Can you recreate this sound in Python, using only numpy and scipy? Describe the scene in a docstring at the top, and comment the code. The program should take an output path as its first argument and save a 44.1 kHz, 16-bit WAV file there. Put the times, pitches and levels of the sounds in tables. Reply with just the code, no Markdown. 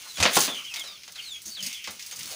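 """A wooden handloom, heard from close by in an open shed. The beater swings and clacks against the frame,
the reed brushes through the warp, heddle rods tick and the treadles bump softly; later the shuttle
groans along its race and clinks. Clacks, ticks and rubs are shaped noise ringing the modes of the loom.
Farther off, chicks peep in falling whistles throughout, over a short shed echo and quiet outdoor air."""
import sys
import numpy as np
from scipy import signal
from scipy.fft import rfft, irfft
from scipy.io import wavfile
from scipy.ndimage import uniform_filter1d

SR = 44100
rng = np.random.default_rng(int(sys.argv[2]) if len(sys.argv) > 2 else 0)


def persist_wave(psi):
    """Save psi, clipped to +-1, as 16-bit WAV."""
    counts = np.round(np.clip(psi, -1, 1) * 32767).astype(np.int16)
    wavfile.write(sys.argv[1], SR, np.atleast_2d(counts).T)


N = 103635
T = np.arange(N) / SR

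# modes of the wooden frame: pitch_hz, t60_s, gain_db
FRAME_MODES = [(190, .1, -4), (255, .12, 0), (533, .1, 0), (596, .14, 1), (690, .14, 0), (1176, .15, 2),
               (1283, .15, 2), (1380, .13, 2), (2031, .13, 2), (2570, .08, 2), (3070, .13, 0),
               (4654, .14, 3)]
# modes of the rods and reed: pitch_hz, t60_s, gain_db
ROD_MODES = [(2240, .05, 2), (2790, .05, -1), (4550, .03, -2), (5150, .025, -2), (6170, .04, 1),
             (6470, .04, 3), (6605, .05, 3)]
FRAME_RING_DB, ROD_RING_DB = -5, -7.5
RISE_S, CRACK_S = .0003, .0014  # time constants of a hard contact


def undb(db):
    """Decibels to gain."""
    return 10 ** (np.asarray(db) / 20)


def unit(x):
    """Scale to rms 1."""
    return x / (np.std(x) + 1e-12)


def band(x, low_hz, high_hz, order=3):
    """Causal band-pass that keeps the rms of white noise."""
    high = min(high_hz, .47 * SR)
    low = np.clip(low_hz, 10, high * .95)
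    sos = signal.butter(order, [low, high], "band", fs=SR, output="sos")
    return signal.sosfilt(sos, x + 1e-18) * np.sqrt(SR / 2 / (high - low))


def colour(x, points):
    """EQ through (freq_hz, gain_db) points."""
    hz, db = np.array(points, float).T
    bin_hz = np.arange(N + 1) * SR / 2 / N
    gain = undb(np.interp(np.log(bin_hz + 1), np.log(hz), db))
    return irfft(rfft(x, 2 * N) * gain)[:N]


def fader(points):
    """Gain over time through (time_s, level_db) points."""
    return undb(np.interp(T, *np.array(points, float).T))


def wobble(rate_hz):
    """Smooth random motion with a spread of 1."""
    size = max(int(SR / rate_hz), 1)
    return unit(uniform_filter1d(uniform_filter1d(rng.standard_normal(N), size), size))


def dense_noise():
    """Random pushes of equal size: white noise, standing for the many close modes of wood."""
    return np.sign(rng.standard_normal(N))


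def strike(start, t60, crack_db):
    """Envelope of a contact: quick rise, short crack, ring."""
    age = np.maximum(T - start, 0)
    decay = undb(-60 * age / t60) + undb(crack_db) * np.exp(-age / CRACK_S)
    return (1 - np.exp(-age / RISE_S)) * decay


def ring(x, modes, ring_db):
    """Add the resonances of a body to its excitation."""
    body = 0
    for hz, t60, gain_db in modes:
        q = hz * t60 * np.pi / np.log(1000)
        body += undb(gain_db) * signal.lfilter(*signal.iirpeak(hz, q, SR), x + 1e-18)
    return x + undb(ring_db) * body


def damped_sine(start, hz, db, t60, rise_s=RISE_S):
    """One mode swings up and dies away."""
    age = np.maximum(T - start, 0)
    return undb(db - 60 * age / t60) * (1 - np.exp(-age / rise_s)) * np.sin(2 * np.pi * hz * age)


def struck(hits, modes):
    """Each hit sets all modes of one body ringing."""
    return sum(damped_sine(start, hz, db + gain_db, t60)
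               for start, db in hits for hz, t60, gain_db in modes)


def thread_rub(grains_per_s=5000, spread_db=3):
    """Warp threads brush through the reed in tiny grains that ring the rods and reed."""
    # rise and fall of the rubbing: time_s, level_db
    rub_levels = [(0, -43.5), (.16, -42.5), (.30, -36.5), (.335, -29), (.362, -20.5), (.385, -23),
                  (.42, -23.5), (.458, -24.5), (.485, -33.5), (.53, -41.5), (.70, -48.5), (.80, -44.5),
                  (1.0, -55.5), (1.25, -46.5), (1.42, -53), (1.49, -43.5), (1.57, -54.5), (1.67, -41),
                  (1.81, -52), (1.98, -48), (2.15, -44), (2.27, -38.5), (2.32, -35), (2.36, -39)]
    # tone of the rubbing: freq_hz, gain_db
    rub_eq = [(200, -22.5), (900, -9.5), (1600, -6.5), (2300, -6), (3600, -1.5), (5200, -3), (6500, -0.5),
              (7600, -5.5), (10000, -3), (16000, -7.5)]
    grains = (rng.random(N) < grains_per_s / SR) * dense_noise()
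    grains *= undb(spread_db * np.minimum(rng.exponential(size=N), 5))
    return ring(unit(colour(grains, rub_eq)) * fader(rub_levels), ROD_MODES, ROD_RING_DB)


def chicks(swell_db=14, fade_s=.008, jitter=.055, waver=.009, flutter_db=2):
    """Falling whistles that each swell to one crest, over the distant chatter of the flock."""
    # chatter of the flock: time_s, level_db
    flock_levels = [(0, -50.5), (.3, -70), (.6, -44.5), (.76, -50.5), (1.0, -57), (1.13, -65), (1.2, -42.5),
                    (1.3, -58), (1.38, -50.5), (1.46, -71), (1.6, -52), (1.68, -43), (1.85, -48),
                    (1.95, -57), (2.36, -53.5)]
    # peeps: start_s, length_s, first_hz, middle_hz, last_hz, level_db,
    # crest_position (0-1), roughness (0-1), overtone_db
    peeps = [(.03, 0.094, 4040, 4180, 3910, -41, 0.88, .35, -10),
             (.135, .07, 3850, 3335, 2890, -39, 0.42, 0.35, -2),
             (.485, .125, 3580, 3380, 3060, -30.5, 0.13, 0.47, -28),
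             (.53, 0.092, 3137, 3067, 3070, -30.5, 0.46, 0.49, -14.5),
             (.635, .05, 3164, 3037, 2780, -32.5, 0.48, 0.23, -22),
             (.665, 0.082, 3340, 2724, 2540, -34, 0.69, 0.276, -12),
             (.66, 0.053, 3050, 3200, 2950, -35, .4, 0.27, -31),
             (0.766, 0.063, 2330, 2130, 2160, -35.5, 0.27, 0.076, -24),
             (.765, .067, 3850, 3580, 2940, -31, 0.83, 0.44, -16),
             (.83, 0.17, 4100, 3683, 3220, -39, 0.31, 0.44, -29),
             (.84, 0.15, 5700, 4770, 3990, -42, 0.26, .3, -35),
             (1.145, 0.041, 4450, 3960, 3310, -37.5, 0.46, 0.68, -30),
             (1.174, 0.038, 3380, 3155, 2690, -29.5, 0.78, 0.31, -28),
             (1.21, 0.094, 4520, 4290, 3730, -36, 0.78, 0.364, -12),
             (1.281, .11, 3934, 3430, 3270, -30.5, 0.41, .08, -10),
             (1.495, 0.076, 4600, 4470, 4450, -34.5, 0.46, 0.43, -19),
             (1.54, 0.082, 4790, 3400, 2950, -29.5, 0.81, .22, -17),
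             (1.70, 0.14, 3660, 3220, 2620, -37.5, 0.42, 0.78, -24)]
    out = band(dense_noise(), 2113, 3270, order=4) * fader(flock_levels) * undb(2 * wobble(75))
    for start, length, first, middle, last, db, crest, roughness, overtone_db in peeps:
        progress = np.clip((T - start) / length, 0, 1)
        glide_hz = np.polyval(np.polyfit([0, .5, 1], [first, middle, last], 2), progress)
        hz = glide_hz * (1 + jitter * roughness * wobble(698) + waver * wobble(87.2))
        phase = 2 * np.pi * np.cumsum(hz) / SR
        tone = np.sin(phase) + undb(overtone_db) * (np.sin(2 * phase) + undb(-5.5) * np.sin(3 * phase))
        contour_db = np.interp(progress, [0, crest, 1], [-swell_db, 0, -swell_db])
        gate = np.clip(np.minimum(progress, 1 - progress) * length / fade_s, 0, 1)
        out += tone * gate * undb(db + contour_db + flutter_db * wobble(137))
    return out


def outdoor_air(level_db=-50.5):
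    """A quiet, steady bed of rumble and hiss."""
    # tone of the air: freq_hz, gain_db
    air_eq = [(20, -26), (35, -21), (50, 6.5), (100, 8.5), (200, 5.5), (400, 2), (800, -13.5), (1500, 4),
              (2200, -12.5), (3500, 9), (5200, 12), (6500, 10.5), (8000, -14.5), (10000, 6.5), (15000, 0)]
    return undb(level_db) * unit(colour(rng.standard_normal(N), air_eq))


def scrapes():
    """Wood scrapes and thread squeaks in short uneven swells that ring the frame."""
    # slides: start_s, length_s, centre_hz, width_hz, level_db
    slides = [(0.029, 0.075, 1390, 1296, -51.5), (0.571, 0.072, 1220, 280, -50.5),
              (0.707, 0.14, 1280, 1160, -50.5), (0.816, .17, 1227, 120, -56),
              (1.45, 0.061, 6170, 740.7, -38.5), (2.112, 0.035, 6550, 300, -41.5),
              (2.124, 0.21, 184, 164, -58.5), (2.284, 0.093, 626, 324, -50.5)]
    out = 0
    for start, length, hz, width, db in slides:
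        swell = np.sin(np.pi * np.clip((T - start) / length, 0, 1)) * undb(db + 2 * wobble(130))
        out += band(swell * dense_noise(), hz - width / 2, hz + width / 2, order=2)
    return ring(out, FRAME_MODES, FRAME_RING_DB)


def beater_clacks(gain_db=-2.5):
    """Wooden blows of the beater, each with its own brightness, ring the frame."""
    # blows: start_s, low_db, mid_db, presence_db, edge_db, top_db, crack_over_ring_db, t60_factor
    blows = [(0.171, -51, -47, -34.5, -37, -57, -6, 1.6), (.180, -41, -40.5, -32.5, -37, -39, -3, 3),
             (0.2011, -34.5, -28.5, -23, -27, -29, 0, 1.7), (0.209, -51, -32, -40, -29, -27.5, -1, 0.85),
             (0.2262, -37, -22, -17.5, -15.5, -24.5, -8.5, 1.3),
             (.2312, -39, -34.5, -17.5, -19.5, -23.5, -15, 1),
             (.2532, -29.5, -21.5, -15.5, -36, -38, 7, 0.69),
             (0.2599, -36.5, -25.5, -18.5, -32, -37, 12.5, 2.13),
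             (0.3675, -25, -20.5, -19.5, -19, -20.5, 0, 0.84),
             (0.374, -31, -21, -24.5, -23, -19.5, 1.5, 0.46), (0.405, -32.5, -50, -32, -18, -19, 0.5, 1.35),
             (.477, -37, -32.5, -28.5, -36, -52, -4, 1.82), (0.838, -61.5, -50, -41, -43, -44, 0, 3),
             (1.078, -64, -50.5, -39.5, -41, -47, -14, 0.94),
             (1.156, -69, -58.5, -40.5, -44.5, -51, -13, 2.6), (1.568, -69, -56.5, -43, -59, -57, -11, 2.5),
             (1.873, -46.5, -41, -34, -36, -42, 0, 1.8), (2.121, -72, -48, -41.5, -40, -47, 2, 1.23)]
    # the five bands of a blow: low_hz, high_hz, base_t60_s
    blow_bands = [(145, 402, 0.14), (475, 1270, 0.15), (1390, 4320, .12), (4500, 7130, 0.09),
                  (7140, 12600, 0.078)]
    out = 0
    for k, (low, high, t60) in enumerate(blow_bands):
        power = sum((undb(band_db[k]) * strike(start, t60 * t60_factor, crack_db)) ** 2
                    for start, *band_db, crack_db, t60_factor in blows)
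        out += band(np.sqrt(power) * dense_noise(), low, high)
    return undb(gain_db) * ring(out, FRAME_MODES, FRAME_RING_DB)


def treadle_bumps():
    """Soft heavy contacts of treadles and frame each set off one low damped swing."""
    # bumps: start_s, pitch_hz, level_db, t60_s
    bumps = [(0.198, 88, -24, .12), (.211, 94, -19.5, 0.058), (.245, 80, -35, 0.098), (.366, 170, -25, .1),
             (.785, 315, -48.5, 0.093), (1.265, 74.5, -58, 0.12), (1.456, 73, -51, 0.13),
             (1.463, 335, -45.5, 0.13), (1.625, 160, -40.5, 0.13), (1.665, 251, -39.5, 0.1),
             (1.884, 87, -49, 0.18), (1.887, 213, -45.5, 0.18)]
    return sum(damped_sine(*bump, rise_s=.0051) for bump in bumps)


def heddle_ticks(gain_db=-1, grain_db=.5):
    """Light crackly contacts ring the heddle rods and reed."""
    # ticks: start_s, low_db, bright_db, top_db, t60_s
    ticks = [(0.332, -29.5, -46, -25, 0.097), (0.355, -25, -47, -17.5, 0.05), (0.415, -36, -47, -26, .05),
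             (0.546, -40.5, -44, -45, 0.3), (.651, -59, -42.5, -48, 0.075), (0.7387, -33, -29.5, -36, .1),
             (0.759, -31.5, -36, -35.5, 0.14), (0.795, -38, -33, -33.5, 0.066),
             (0.8737, -41.5, -43, -44, .06), (1.033, -45, -46, -54, .15), (1.121, -60, -44, -39.5, 0.05),
             (1.4172, -63, -53.5, -39.5, 0.14), (1.4555, -74, -42, -38.5, 0.47),
             (1.605, -48, -38.5, -41, 0.091), (1.626, -42, -37.5, -35, 0.54),
             (1.663, -38.5, -31.5, -28.5, 0.091), (1.728, -45, -39, -39.5, 0.23),
             (1.8409, -34.5, -38, -43, 0.21), (1.906, -59, -44, -37, 0.19), (1.994, -41, -40, -43, 0.29),
             (2.0248, -54, -33.5, -39.5, 0.04), (2.0625, -49, -40.5, -36, 0.16),
             (2.111, -40, -41, -36.5, 0.094), (2.159, -56, -37.5, -35.5, .12),
             (2.1903, -44.5, -38, -34, 0.12), (2.207, -37.5, -41, -57, 0.096),
             (2.231, -40.5, -36.5, -36, 0.069), (2.257, -65, -36.5, -35, 0.039)]
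    # the three bands of a tick: low_hz, high_hz
    tick_bands = [(1900, 3880), (4200, 6740), (7200, 14900)]
    crackle = unit(undb(grain_db * wobble(1500)) * dense_noise())
    out = 0
    for k, (low, high) in enumerate(tick_bands):
        power = sum((undb(band_db[k]) * strike(start, t60, crack_db=-5)) ** 2
                    for start, *band_db, t60 in ticks)
        out += band(np.sqrt(power) * crackle * dense_noise(), low, high)
    return undb(gain_db) * ring(out, ROD_MODES, ROD_RING_DB)


def beater_knocks():
    """Strokes set the hollow beater itself ringing."""
    # strokes: start_s, level_db
    strokes = [(0.3675, -21), (.3803, -32), (0.4778, -50), (1.874, -46.5)]
    # modes of the beater: pitch_hz, t60_s, gain_db
    beater_modes = [(328, .12, -7), (503, .14, -7), (816, .15, 0), (862, .14, -3), (1045, .1, -4),
                    (1083, .14, 0), (1391, .17, -5), (1742, .15, -9)]
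    return struck(strokes, beater_modes)


def shuttle_groans(waver=.068, third_db=-8):
    """The shuttle drags along its wooden race and hums briefly at an unsteady low pitch."""
    # groans: start_s, length_s, pitch_hz, level_db
    groans = [(1.452, 0.071, 207, -50.5), (1.58, 0.12, 201.4, -50)]
    out = 0
    for start, length, hz, db in groans:
        phase = 2 * np.pi * np.cumsum(hz * (1 + waver * wobble(95.5))) / SR
        swell = np.sin(np.pi * np.clip((T - start) / length, 0, 1)) * undb(db + 2 * wobble(100))
        out += swell * (np.sin(phase) + undb(third_db) * np.sin(3 * phase))
    return out


def shuttle_clinks():
    """Light taps ring a few high modes, like a shuttle and its bobbin touching."""
    # clinks: start_s, level_db
    clinks = [(1.4575, -50), (1.6262, -30), (1.6655, -30), (1.7292, -45), (1.874, -44), (2.121, -42)]
    # modes of the shuttle: pitch_hz, t60_s, gain_db
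    shuttle_modes = [(4593, .09, -2), (4808, .08, -5), (5041, .1, -1), (5145, .08, -4), (6598, .11, 0)]
    return struck(clinks, shuttle_modes)


def shed_echo(x, build_s=.004):
    """Walls and roof return a short tail, longest in the bass."""
    # bands of the tail: low_hz, high_hz, t60_s, gain_db
    tail_bands = [(140, 530, 0.42, -10.5), (400, 830, 0.33, -16.5), (1730, 6000, 0.19, -12),
                  (4640, 11000, 0.19, -19.5)]
    tail = 0
    for low, high, t60, db in tail_bands:
        echo = band(dense_noise(), low, high) * undb(-60 * T / t60) * (1 - np.exp(-T / build_s))
        unity_gain = np.sqrt((high - low) * 2 / SR / np.sum(echo ** 2))
        tail += echo * unity_gain * undb(db)
    return signal.fftconvolve(x, tail)[:N]


def scene():
    """The near loom and the farther, more echoing chicks in the shed, over outdoor air; mono."""
    loom = beater_clacks() + beater_knocks() + treadle_bumps() + shuttle_groans() + shuttle_clinks()
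    loom += heddle_ticks() + thread_rub() + scrapes()
    birds = chicks()
    return (loom + birds + outdoor_air() + shed_echo(loom + undb(3.5) * birds))[None]


def record(dry, cutoff_hz=15450):
    """The microphone dips in the high treble, peaks above it and cuts the top."""
    # microphone response: freq_hz, gain_db
    mic_eq = [(20, -0.5), (7000, -0.5), (8200, 0), (10800, -4.5), (12200, -10), (13400, -12.5),
              (14400, -1.5), (15300, 4.5)]
    low_pass = signal.ellip(10, .2, 80, cutoff_hz, fs=SR, output="sos")
    return signal.sosfilt(low_pass, colour(dry[0], mic_eq))[None]


dry = scene()
out = record(dry)
persist_wave(out)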